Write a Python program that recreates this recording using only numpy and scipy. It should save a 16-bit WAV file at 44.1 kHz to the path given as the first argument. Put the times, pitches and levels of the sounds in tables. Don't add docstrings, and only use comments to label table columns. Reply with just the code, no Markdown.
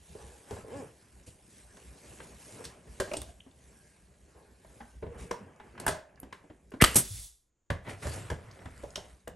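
import sys
import numpy as np
from scipy import signal
from scipy.fft import rfft, irfft, next_fast_len
from scipy.io import wavfile
from scipy.ndimage import uniform_filter1d

SR = 44100
rng = np.random.default_rng(int(sys.argv[2]) if len(sys.argv) > 2 else 0)


def undo_db(level):
    steps = np.asarray(level, float) / 20
    return 10 ** steps


def master(y):
    cut = np.clip(np.atleast_2d(y).T, -1, 1)
    pcm = np.round(cut * 32767)
    wavfile.write(sys.argv[1], SR, pcm.astype(np.int16))


N = 412731
T = np.arange(N) / SR

# (time [s], level [dB], rise [s], t60 [s])
BLOWS = [
    (6.8135, -19, 0.00034, 0.086),
    (6.8212, -4.5, 0.00047, 0.011),
    (6.826, -29, 0.002, 0.12),
    (6.84, -9, 0.00022, 0.02),
    (6.8455, -13.5, 0.0004, 0.015),
    (6.85, -29, 0.0015, 0.31),
]
# (time [s], level [dB], rise [s], t60 [s])
PUFFS = [
    (6.9445, -26.5, 0.00065, 0.027),
    (6.955, -11.5, 0.0029, 0.12),
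    (6.964, -21, .002, 0.04),
    (6.973, -21, 0.0029, 0.023),
    (6.983, -21, 0.0027, 0.077),
    (6.998, -32.5, 0.0024, 0.092),
]
# (time [s], level [dB])
BLEED = [
    (7.0, -46),
    (7.05, -45),
    (7.248, -47.5),
    (7.5, -90),
]
# (frequency [Hz], level [dB per Hz])
STEEL_COLOUR = [(180, -28.5), (450, -9.5), (790, -18.5), (1700, -13), (5930, -23.5), (9980, -16.5),
                (11600, -21), (16500, -55)]
# (frequency [Hz], width [Hz], level [dB])
VALVE_MODES = [(1950, 450, 10.5), (600, 400, -1), (3300, 350, -4.5), (5700, 600, -10)]
# (frequency [Hz], level [dB per Hz])
EXHAUST_COLOUR = [(59, -32.5), (100, 1), (1140, -21.5), (5100, -19.5), (10100, -6), (11200, -4),
                  (13600, -25.5), (16500, -41.5)]
# (frequency [Hz], width [Hz], level [dB])
CAP_MODES = [(5800, 110, -1), (7600, 29, -7), (8030, 37, -1), (8450, 30, 0.5), (8850, 150, -1),
             (11300, 210, 0)]
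# (frequency [Hz], level [dB per Hz])
LEAK_COLOUR = [(710, -41), (1500, -24.5), (3500, -3.5), (4600, -0.5), (11100, 5), (13300, -21),
               (15000, -15), (16200, -31.5)]
# (frequency [Hz], width [Hz], level [dB])
NOZZLE_MODES = [(3500, 150, 1), (6890, 68, -1), (8430, 33, -10), (9600, 84, 5.5), (10850, 350, -3.5)]
# (frequency [Hz], level [dB per Hz])
BUFFET_COLOUR = [(20, -23.5), (35, -16), (55, 8.5), (80, -18.5), (150, -33.5)]

# (time [s], peak [dB], wood pitch [Hz], crack [dB], click [dB])
TAPS = [(.566, -35, 455, -14, -27), (1.769, -51, 597, -1.5, -2), (2.201, -45, 470, 2.5, -27),
        (2.652, -49, 467, 0.5, 13), (3, -24.5, 383, -5.5, -2), (3.077, -39, 585, -13, -20),
        (3.113, -29, 600, -18, -19), (3.135, -31, 633, -11.5, -3), (4.804, -41, 232, -2.5, -35),
        (5.31, -27.5, 470, -7, -9.5), (5.597, -42.5, 848, -1.5, -35), (5.865, -25.5, 867, -3.5, -4),
        (5.909, -40, 590, -26, -17), (6.23, -39.5, 263, -11, -15.5), (6.718, -43.5, 410, -5.5, -12.5),
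        (8.958, -41.5, 569, 1, 6.5)]
# (time [s], peak [dB], wood pitch [Hz], crack [dB], click [dB])
PRESSES = [(.151, -39.5, 435, -45, -21), (.508, -31, 442, -19, -13), (.634, -36.5, 445, -33, -66),
           (2.875, -47.5, 432, -7, -31), (3.167, -38, 299, -27, 0), (3.461, -44, 263, -12, -50),
           (4.647, -48.5, 657, -8.5, -14), (5.023, -26.5, 437, -15.5, -55), (5.777, -40.5, 970, -2, -19),
           (5.799, -43.5, 450, -6, 4.5), (5.878, -21.5, 646, -2.5, -15), (5.885, -42.5, 600, -24, 10.5),
           (6.326, -45.5, 1048, 6, -3), (6.439, -50.5, 293, -15, -26), (6.498, -41, 308, -9.5, -40.5),
           (6.737, -35, 265, -13.5, -25.5), (8.301, -30.5, 408, -4, -8), (8.835, -33.5, 564, -23, -16),
           (8.975, -33, 568, -33, -35), (9.274, -34.5, 492, -7.5, -16.5)]
# (time [s], peak [dB], wood pitch [Hz], crack [dB], click [dB])
BUMPS = [
    (.525, -40, 452, -19, -26),
    (1.274, -48, 504, -29, -20),
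    (3.217, -51, 404, 0, 4),
    (5.064, -40, 410, -12, -37),
    (7.702, -28, 566, -0.5, -10.5),
    (8.054, -31, 574, -7, -28),
    (8.069, -35, 392, -4.5, -4),
    (8.312, -31, 484, -20, -27),
    (8.656, -40.5, 253, -3.5, -12),
]
TAP_THUD_DB, PRESS_THUD_DB, BUMP_THUD_DB = -24.5, -9, 6.5
# (frequency [Hz], level [dB per Hz])
WOOD_COLOUR = [(250, 4.5), (450, 1.5), (650, -4.5), (900, 0.5), (1200, -17), (2000, -49.5)]
# (frequency [Hz], level [dB], t60 [s])
WALL_MODES = [(98, 0.5, 0.1), (78.45, -11, 0.29), (146.6, -7.5, 0.13), (212, -12.5, 0.077)]
# (frequency [Hz], level [dB per Hz])
CLICK_COLOUR = [(1650, -42), (2800, -5), (4870, -3.5), (6850, -4.5), (10200, -3.5), (11000, -4.5),
                (12700, -23.5), (13800, -48)]
# (frequency [Hz], width [Hz], level [dB])
CRACK_MODES = [(983, 260, 5), (1700, 444, 5), (2020, 230, 7), (3000, 2000, -2)]
# (frequency [Hz], width [Hz], level [dB])
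MOULDING_MODES = [(389, 23, -7.5), (619, 61, 2.5), (1030, 18, -13), (1290, 16, -6), (1680, 90, -9.5),
                  (2450, 120, -17.5)]

# (time [s], peak [dB], frequency [Hz], t60 [s])
RINGS = [(3.004, -17.5, 564, 0.07), (3.005, -47.5, 1600, 0.49), (3.114, -34, 2320, 0.028),
         (3.134, -34, 671, 0.088), (3.75, -67.5, 1613, 1.11), (3.137, -35, 2556, 0.054),
         (3.169, -29, 8600, 0.03), (3.217, -23, 9700, 0.0079), (3.285, -44.5, 685, 0.065),
         (3.404, -39, 3050, 0.018), (4.803, -39.5, 800, 0.08), (5.028, -45.5, 474, 1.4),
         (5.3115, -18.5, 990, 0.024), (5.312, -36, 5700, 0.029), (5.799, -34, 9600, 0.028),
         (5.865, -16.5, 9970, 0.017), (5.88, -23.5, 9320, 0.058), (6.201, -31.5, 10300, 0.0094),
         (6.8213, -10.5, 2883, 0.027), (8.658, -29, 753, 0.028), (8.957, -25, 5580, 0.014),
         (3.018, -20, 520, 0.044), (3.087, -24, 600, 0.039), (3.24, -69, 1583, 0.57),
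         (.527, -53, 1500, .06), (0.6, -50, 1290, .1), (.7, -61, 1700, 0.54), (7.92, -34, 100.8, 0.23),
         (8.066, -24, 99, 0.2), (8.156, -32, 98.7, 0.45), (5.337, -37.5, 980, .13),
         (6.815, -14.5, 580, .025), (6.8455, -11, 2900, .012), (6.8452, -12, 4500, .012),
         (5.029, -48, 2360, 0.024), (.2, -59.5, 820, 1), (0.19, -67, 1680, .8), (5.879, -22, 1700, .025),
         (5.9, -37, 620, 0.36), (5.866, -21, 1700, .025), (5.4, -42.5, 200, 0.091), (5.3, -49, 640, 0.19),
         (4.8, -63, 1550, 0.68), (6.806, -17, 1900, 0.027), (6.8125, -13, 2000, .03),
         (8.836, -35, 600, .05), (7.1, -23, 100, 0.22)]
# (time [s], peak [dB], frequency [Hz], t60 [s])
TICKS = [(3.168, -36, 3400, .02), (3.136, -35, 4000, .02), (3.217, -35, 3680, .012),
         (3.512, -53, 3500, .015), (5.561, -60, 7090, 0.022), (5.75, -44, 1301, 0.035),
         (5.81, -42.5, 2190, .012), (6.218, -56.5, 1990, .012), (6.7176, -43.5, 1096, .03),
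         (8.658, -40, 1303, .02), (5.88, -28, 1240, 0.013), (5.929, -40, 4600, .01),
         (6.13, -63, 2500, .012), (6.158, -55, 4940, .012), (6.175, -51, 1700, 0.035),
         (6.544, -53, 1700, .015), (6.706, -50.5, 10680, 0.011), (7.892, -32.5, 1950, 0.034),
         (7.907, -39, 2082, 0.035), (7.998, -48, 1900, 0.024), (8.028, -37, 2020, 0.037),
         (8.125, -42, 1520, .02), (8.195, -55, 1900, 0.018), (8.309, -37.5, 1600, 0.017),
         (8.512, -46, 4800, 0.021), (8.59, -51.5, 3000, 0.022), (8.763, -53, 7550, 0.01),
         (8.777, -47.5, 7540, .015), (8.905, -45.5, 6500, .015), (8.957, -24.5, 3080, .018),
         (8.969, -38, 5050, 0.016), (9.2765, -42, 2815, 0.021), (9.2783, -37.5, 9560, 0.018)]

# (time [s], level [dB], rise [s], t60 [s])
PALM = [
    (.15, -52, 0.035, 1),
    (2.59, -39.5, 0.015, 0.17),
    (4.345, -56.5, 0.014, 0.64),
]
# (frequency [Hz], width [Hz], level [dB])
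BOARD_MODES = [(278, 153, -2), (461, 79, 8), (870, 203, -7), (1080, 75, -7.5), (1700, 120, -18)]
RUB_START_S, RUB_MIDDLE_S, RUB_END_S, RUB_HALF_S = .665, .772, .88, .072
SLOWEST_HZ, FASTEST_HZ = 90, 284
RUB_DB, SPEED_DB, LIFT_S, LIFT_DB_PER_S = -43.5, 8, 0.845, -450

# (middle [s], half length [s], scrape [dB], hiss [dB])
SLIDES = [
    (7.88, 0.078, -60, -68),
    (8.1, 0.15, -57.5, -49.5),
    (8.2, 0.19, -49.5, -54.5),
    (8.57, 0.46, -57.5, -68),
    (8.86, 0.21, -61, -71),
    (9.05, 0.13, -62, -85),
]
# (time [s], level [dB], rise [s], t60 [s])
STROKES = [
    (7.846, -48, 0.0034, 0.183),
    (7.868, -39.5, 0.0099, 0.29),
    (7.893, -46.5, 0.0057, 0.24),
    (8.018, -33.5, 0.023, 0.175),
]
# (frequency [Hz], level [dB per Hz])
SCRAPE_COLOUR = [(90, -25), (150, -6), (450, -5), (900, -10), (1700, -10), (2500, -15), (4000, -24),
                 (7000, -45)]
# (frequency [Hz], width [Hz], level [dB])
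CASE_MODES = [(586, 320, -2), (830, 22, -2.5), (1370, 27, -3), (1580, 64, -1), (2000, 69, -4.5),
              (2830, 30, -15)]

# (middle [s], half length [s], hands [dB], cloth [dB])
MOVES = [(.25, 0.37, -66, -60.5), (.55, 0.12, -51, -59), (.78, 0.16, -51.5, -61), (1.57, 0.18, -100, -65),
         (1.82, 0.18, -67.5, -67), (2.24, 0.43, -59, -60.5), (2.53, 0.22, -59.5, -55.5),
         (2.68, 0.26, -54, -66), (2.96, 0.15, -60, -61), (3.12, 0.13, -57, -57), (3.29, 0.059, -70, -63),
         (3.72, 0.4, -67.5, -67.5), (4.4, 0.29, -69.5, -83), (4.8, 0.29, -65, -68.5), (5.2, .14, -51, -72),
         (5.4, 0.33, -56.5, -85), (5.7, 0.14, -58, -73), (5.87, 0.14, -44, -73), (6.3, 0.43, -62.5, -82),
         (6.98, 0.16, -54, -45), (7.17, 0.085, -71, -50.5)]
# (time [s], level [dB])
STIR = [(0, -66), (1, -62.5), (1.45, -64.5), (2.24, -59.5), (2.6, -92), (2.84, -71), (3.35, -64),
        (3.52, -75), (3.7, -73), (4.05, -67.5), (4.93, -69.5), (5.6, -74.5), (6.27, -81.5), (6.8, -70),
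        (7.75, -79.5), (8.4, -84), (9.1, -61), (9.36, -81)]
# (time [s], level [dB], rise [s], t60 [s])
SWISH = [
    (1.262, -50, 0.0063, 0.21),
    (2.64, -35, 0.0056, 0.046),
    (5.175, -49, 0.022, 0.36),
    (7.885, -47, 0.0087, 0.25),
    (8.02, -49.5, 0.0075, 0.3),
]
# (frequency [Hz], level [dB per Hz])
HANDLING_COLOUR = [(53, -32), (90, 4.5), (471, -3.5), (1300, -12.5), (1720, -14), (2500, -14.5),
                   (3250, -23.5), (5500, -120)]
# (frequency [Hz], level [dB per Hz])
CLOTH_COLOUR = [(880, -44), (1500, -13.5), (2200, -10), (4560, -11), (9020, -7), (10200, 0.5),
                (11300, -10.5), (13400, -63.5)]
HANDS_DB, FIBRES_DB, HUM_DB = -1, -2.5, -61.5

# (middle [s], half length [s], rumble [dB])
SHIFTS = [
    (.2, 0.26, -57),
    (2.1, 0.17, -63),
    (3.25, 0.21, -50),
    (5.21, 0.27, -50.5),
    (7.13, 0.061, -67.5),
    (7.95, 0.24, -63),
    (8.5, 0.87, -69),
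    (9.33, 0.11, -57),
]
# (frequency [Hz], level [dB per Hz])
HUM_COLOUR = [(12, -62.5), (20, -21.5), (40, -15.5), (62, 6), (102, -17), (200, -11.5), (260, -34),
              (440, -120)]
# (frequency [Hz], level [dB per Hz])
SELF_COLOUR = [(30, -10.5), (300, -22.5), (400, -22), (600, -30), (5500, -44.5), (7000, -26.5), (8000, -42),
               (12000, -56.5)]
FADE_S, FADE_DB_PER_S, FADE_FLOOR_DB = 7.05, -63, -25.5
CUT_S = 7.7

# (frequency [Hz], t60 [s])
ROOM_DECAY = [(100, 0.28), (500, 0.41), (2000, 0.39), (6000, 0.23), (12000, 0.1)]
# (frequency [Hz], level [dB])
APART = [(30, -30), (80, -19), (250, -19), (900, -8), (2400, -14), (4500, -13), (6500, -30), (15000, -24)]
# (frequency [Hz], phase [rad])
LEAD = [(0, 0), (8100, 0.2), (8790, -0.2), (9390, -1.9), (11800, -6.2), (13200, -8.6), (15000, -11.8),
        (16400, -12.5)]


def unit(x):
    return x / np.sqrt(np.mean(x ** 2) + 1e-20)


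def along(points, hz):
    f, v = np.transpose(points)
    return np.interp(np.log(hz + 1), np.log(f + 1), v)


def levels(rows):
    s, *cols = np.transpose(rows)
    return [undo_db(np.interp(T, s, c, -150, -150)) for c in cols]


def bursts(rows):
    start, db, rise, t60 = np.array(rows).T[:, :, None]
    t = np.maximum(T - start, 0)
    return np.sum(undo_db(db - 60 * t / np.abs(t60)) * (1 - np.exp(-t / np.abs(rise))), axis=0)


def swells(rows):
    middle, half, *cols = np.array(rows).T[:, :, None]
    shape = np.cos(np.pi / 2 * np.clip((T - middle) / np.abs(half), -1, 1)) ** 2
    return [np.sum(undo_db(db) * shape, axis=0) for db in cols]


def filtered(x, response):
    m = next_fast_len(N + SR // 2)
    return irfft(rfft(x, m) * response(np.fft.rfftfreq(m, 1 / SR)), m)[..., :N]


def resonances(modes):
    def response(f):
        total = 0
        for k, (centre, width, db) in enumerate(modes):
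            damping = 1j * f * width
            total = total + (-1) ** k * undo_db(db) * damping / (centre * centre - f * f + damping)
        return total
    return response


def voiced(x, modes, share_db):
    return unit(x + undo_db(share_db) * unit(filtered(x, resonances(modes))))


def noise(spectrum, patchy_db=0):
    z = signal.stft(rng.standard_normal(N), nperseg=512)[2]
    field = uniform_filter1d(uniform_filter1d(rng.standard_normal(z.shape), 6, 0), 8, 1)
    x = signal.istft(z * undo_db(patchy_db * unit(field)), nperseg=512)[1][:N]
    return unit(filtered(x, lambda hz: undo_db(along(spectrum, hz))))


def rough_ring(t, hz, spread):
    size = max(int(SR / (hz * abs(spread))), 1)
    wander = rng.standard_normal((2, SR // 2))
    for _ in range(2):
        wander = uniform_filter1d(wander, size, axis=1, mode="wrap")
    strength, sideways = wander[:, :len(t)] * np.sqrt(1.5 * size)
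    turn = 2 * np.pi * hz * t
    return ((0.73 + .6 * strength) * np.sin(turn) + 0.76 * sideways * np.cos(turn)) * 1.1


def valve():
    filling = np.clip((T - 6.8015) / .013, 0, 1) * undo_db(-60 * np.maximum(T - 6.819, 0) / .02)
    chamber = filtered(rng.standard_normal(N), lambda f: resonances(VALVE_MODES)(f) ** 2)
    return undo_db(-21.5) * filling * unit(chamber)


def struck_tone(start_s, db, hz, t60, rise_s):
    t = np.maximum(T - start_s, 0)
    return undo_db(db - 60 * t / t60) * np.sin(2 * np.pi * hz * t) * (1 - np.exp(-t / rise_s))


def driver():
    t = np.maximum(T - 6.8229, 0)
    falling = np.sin(np.pi * np.log2(1 + t / 0.0012))
    thump = -undo_db(-6 - 60 * t / 0.068) * falling * (1 - np.exp(-t / 0.00013))
    boom = struck_tone(6.8229, -29.0, 62, 0.4, 0.0092)
    clang = -struck_tone(6.8398, -7.0, 1230, 0.025, 0.00026)
    recoil = struck_tone(6.957, -18.0, 116, 0.059, 0.0021)
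    return thump + boom + clang + recoil + bursts(BLOWS) * noise(STEEL_COLOUR)


def exhaust():
    bleed = levels(BLEED)[0]
    puffs = bursts(PUFFS) * voiced(noise(EXHAUST_COLOUR), CAP_MODES, share_db=-4)
    leak = bleed * voiced(noise(LEAK_COLOUR), NOZZLE_MODES, share_db=-6.5)
    return puffs + leak + undo_db(-4.5) * bleed * noise(BUFFET_COLOUR)


def nailer():
    return valve() + driver() + exhaust()


def wall_thud(t):
    thud = np.zeros(len(t))
    for hz, db, t60 in WALL_MODES:
        louder, sharper = rng.standard_normal(2)
        thud += undo_db(db + louder - 60 * t / t60) * np.sin(2 * np.pi * hz * (1 + 0.0085 * sharper) * t)
    return thud


def knocks():
    tones, shapes = np.zeros(N + SR), np.zeros((3, N + SR))
    t = np.arange(SR // 3) / SR
    swing = (1 - np.exp(-t / .003)) ** 2
    kinds = [(TAPS, TAP_THUD_DB), (PRESSES, PRESS_THUD_DB), (BUMPS, BUMP_THUD_DB)]
    contacts = [(*row, thud_db) for rows, thud_db in kinds for row in rows]
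    for s, db, hz, crack_db, click_db, thud_db in contacts:
        at = round(s * SR)
        rise = (1 - np.exp(-t / (0.00033 * undo_db(-.4 * click_db)))) ** 2
        wood = undo_db(-3.5 - 60 * t * hz / 34) * np.sin(2 * np.pi * hz * t)
        wood += undo_db(-12.5 - 60 * t / 0.16) * rough_ring(t, hz, spread=.9)
        tones[at:][:len(t)] += undo_db(db) * wood * rise + undo_db(db + thud_db + 1.5) * wall_thud(t) * swing
        body = undo_db(db - 7.0 - 60 * t / 0.11)
        crack = undo_db(db + crack_db - 1.0) * (undo_db(-60 * t / 0.028) + undo_db(-8.5 - 60 * t / 0.16))
        click = undo_db(db + click_db - 2.0) * (undo_db(-60 * t / .024) + undo_db(-14.0 - 60 * t / 0.27))
        shapes[:, at:][:, :len(t)] += rise * [body, crack, click]
    body, crack, click = shapes[:, :N]
    rough_wood = voiced(noise(WOOD_COLOUR), MOULDING_MODES, share_db=-1)
    shell = unit(filtered(rng.standard_normal(N), lambda f: resonances(CRACK_MODES)(f) ** 2))
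    return tones[:N] + body * rough_wood + crack * shell + click * noise(CLICK_COLOUR)


def rings():
    out = np.zeros(N + SR)
    parts = [(*row, .4 if row[2] > 2200 else .1) for row in RINGS]
    parts += [(*row, .9) for row in TICKS]
    for s, db, hz, t60, spread in parts:
        t = np.arange(min(int(abs(t60) * SR) + 200, SR // 2)) / SR
        envelope = undo_db(db - 1.5 - 60 * t / abs(t60)) * (1 - np.exp(-t * hz / 2)) ** 2
        out[round(s * SR):][:len(t)] += envelope * rough_ring(t, hz, spread)
    return out[:N]


def fingertip():
    speed = np.exp(-np.abs((T - RUB_MIDDLE_S) / RUB_HALF_S) ** 2.6)
    turns = np.cumsum(SLOWEST_HZ + (FASTEST_HZ - SLOWEST_HZ) * speed) / SR
    slips = np.diff(np.floor(turns), prepend=0) * undo_db(1.0 * rng.standard_normal(N))
    inside = (T > RUB_START_S) & (T < RUB_END_S)
    ring = filtered(slips * inside, resonances(BOARD_MODES))
    level = undo_db(RUB_DB + SPEED_DB * (speed - 1) + LIFT_DB_PER_S * np.maximum(T - LIFT_S, 0))
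    return level * ring / np.std(ring[inside])


def palm():
    friction = filtered(rng.standard_normal(N), lambda f: resonances(BOARD_MODES)(f) * f ** 0.84)
    return bursts(PALM) * unit(friction)


def sliding_tool():
    scrape = swells(SLIDES)[0] + bursts(STROKES)
    grit = undo_db(2.6 * unit(uniform_filter1d(rng.standard_normal(N), 70)))
    case = voiced(grit * noise(SCRAPE_COLOUR, patchy_db=2.5), CASE_MODES, share_db=-9)
    wall_hum = unit(filtered(rng.standard_normal(N), resonances([(105.0, 26, 0)])))
    return scrape * (case + wall_hum)


def bed_fade():
    sinking = undo_db(np.clip(FADE_DB_PER_S * (T - FADE_S), FADE_FLOOR_DB, 0))
    return np.where(T < CUT_S, sinking, 1)


def hands_and_cloth():
    stir = bed_fade() * levels(STIR)[0]
    handling, cloth = swells(MOVES)
    wooden = voiced(noise(HANDLING_COLOUR, patchy_db=2.5), MOULDING_MODES, share_db=-6.5)
    hands = (handling + undo_db(HANDS_DB) * stir) * wooden
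    grains = undo_db(1.4 * unit(uniform_filter1d(rng.standard_normal(N), 90)))
    fibres = unit(grains * noise(CLOTH_COLOUR, patchy_db=-2.5))
    rustle = cloth + undo_db(FIBRES_DB) * stir + swells(SLIDES)[1] + bursts(SWISH)
    return hands + rustle * fibres


def background():
    hum = bed_fade() * undo_db(HUM_DB) + swells(SHIFTS)[0]
    return hum * noise(HUM_COLOUR, patchy_db=4.5) + undo_db(-81.0) * noise(SELF_COLOUR)


def room(x):
    hz, _, z = signal.stft(np.pad(x, (520, 0))[:N], SR, nperseg=768)
    keep = undo_db(-120 * 384 / SR / np.abs(along(ROOM_DECAY, hz)))
    energy = np.array([signal.lfilter([1 - k], [1, -k], np.abs(row) ** 2) for k, row in zip(keep, z)])
    fresh = signal.stft(rng.standard_normal(N), nperseg=768)[2]
    return signal.istft(np.sqrt(energy) * fresh / np.std(fresh), nperseg=768)[1][:N]


def scene():
    near = knocks() + rings() + palm() + fingertip()
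    shot = nailer()
    echoes = undo_db(-9) * room(near) + undo_db(-17.5) * room(shot)
    whole = near + shot + echoes + sliding_tool() + hands_and_cloth() + background()
    z = signal.stft(whole, nperseg=256)[2]
    other = signal.istft(z * np.exp(2j * np.pi * rng.random(z.shape)), nperseg=256)[1][:N]
    other = filtered(other, lambda hz: undo_db(along(APART, hz) + 5.0))
    return np.array([whole + other, whole - other]) * undo_db([[-.2], [.2]])


def treble_gate(x):
    hz, _, z = signal.stft(x, SR, nperseg=512)
    strength = uniform_filter1d(np.abs(z).mean(axis=0), size=7, axis=0)
    strength = uniform_filter1d(strength, size=5, axis=1)
    needed_db = np.where((hz > 14300) & (hz < 15800), -94, -80)[:, None]
    passes = (hz[:, None] < 13100) | (strength > undo_db(needed_db)) & (hz[:, None] < 16700)
    return signal.istft(z * passes, nperseg=512)[1][:, :N]


def top_cut(x):
    return signal.sosfilt(signal.butter(12, 16810, fs=SR, output="sos"), x)


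def record(dry):
    ports = filtered(dry, lambda hz: np.exp(.5j * np.outer([1, -1], along(LEAD, hz))))
    held = ports / (1 + np.abs(ports / .95) ** 4) ** .25
    mix = treble_gate(held)
    return top_cut(mix)


dry = scene()
out = record(dry)
master(out)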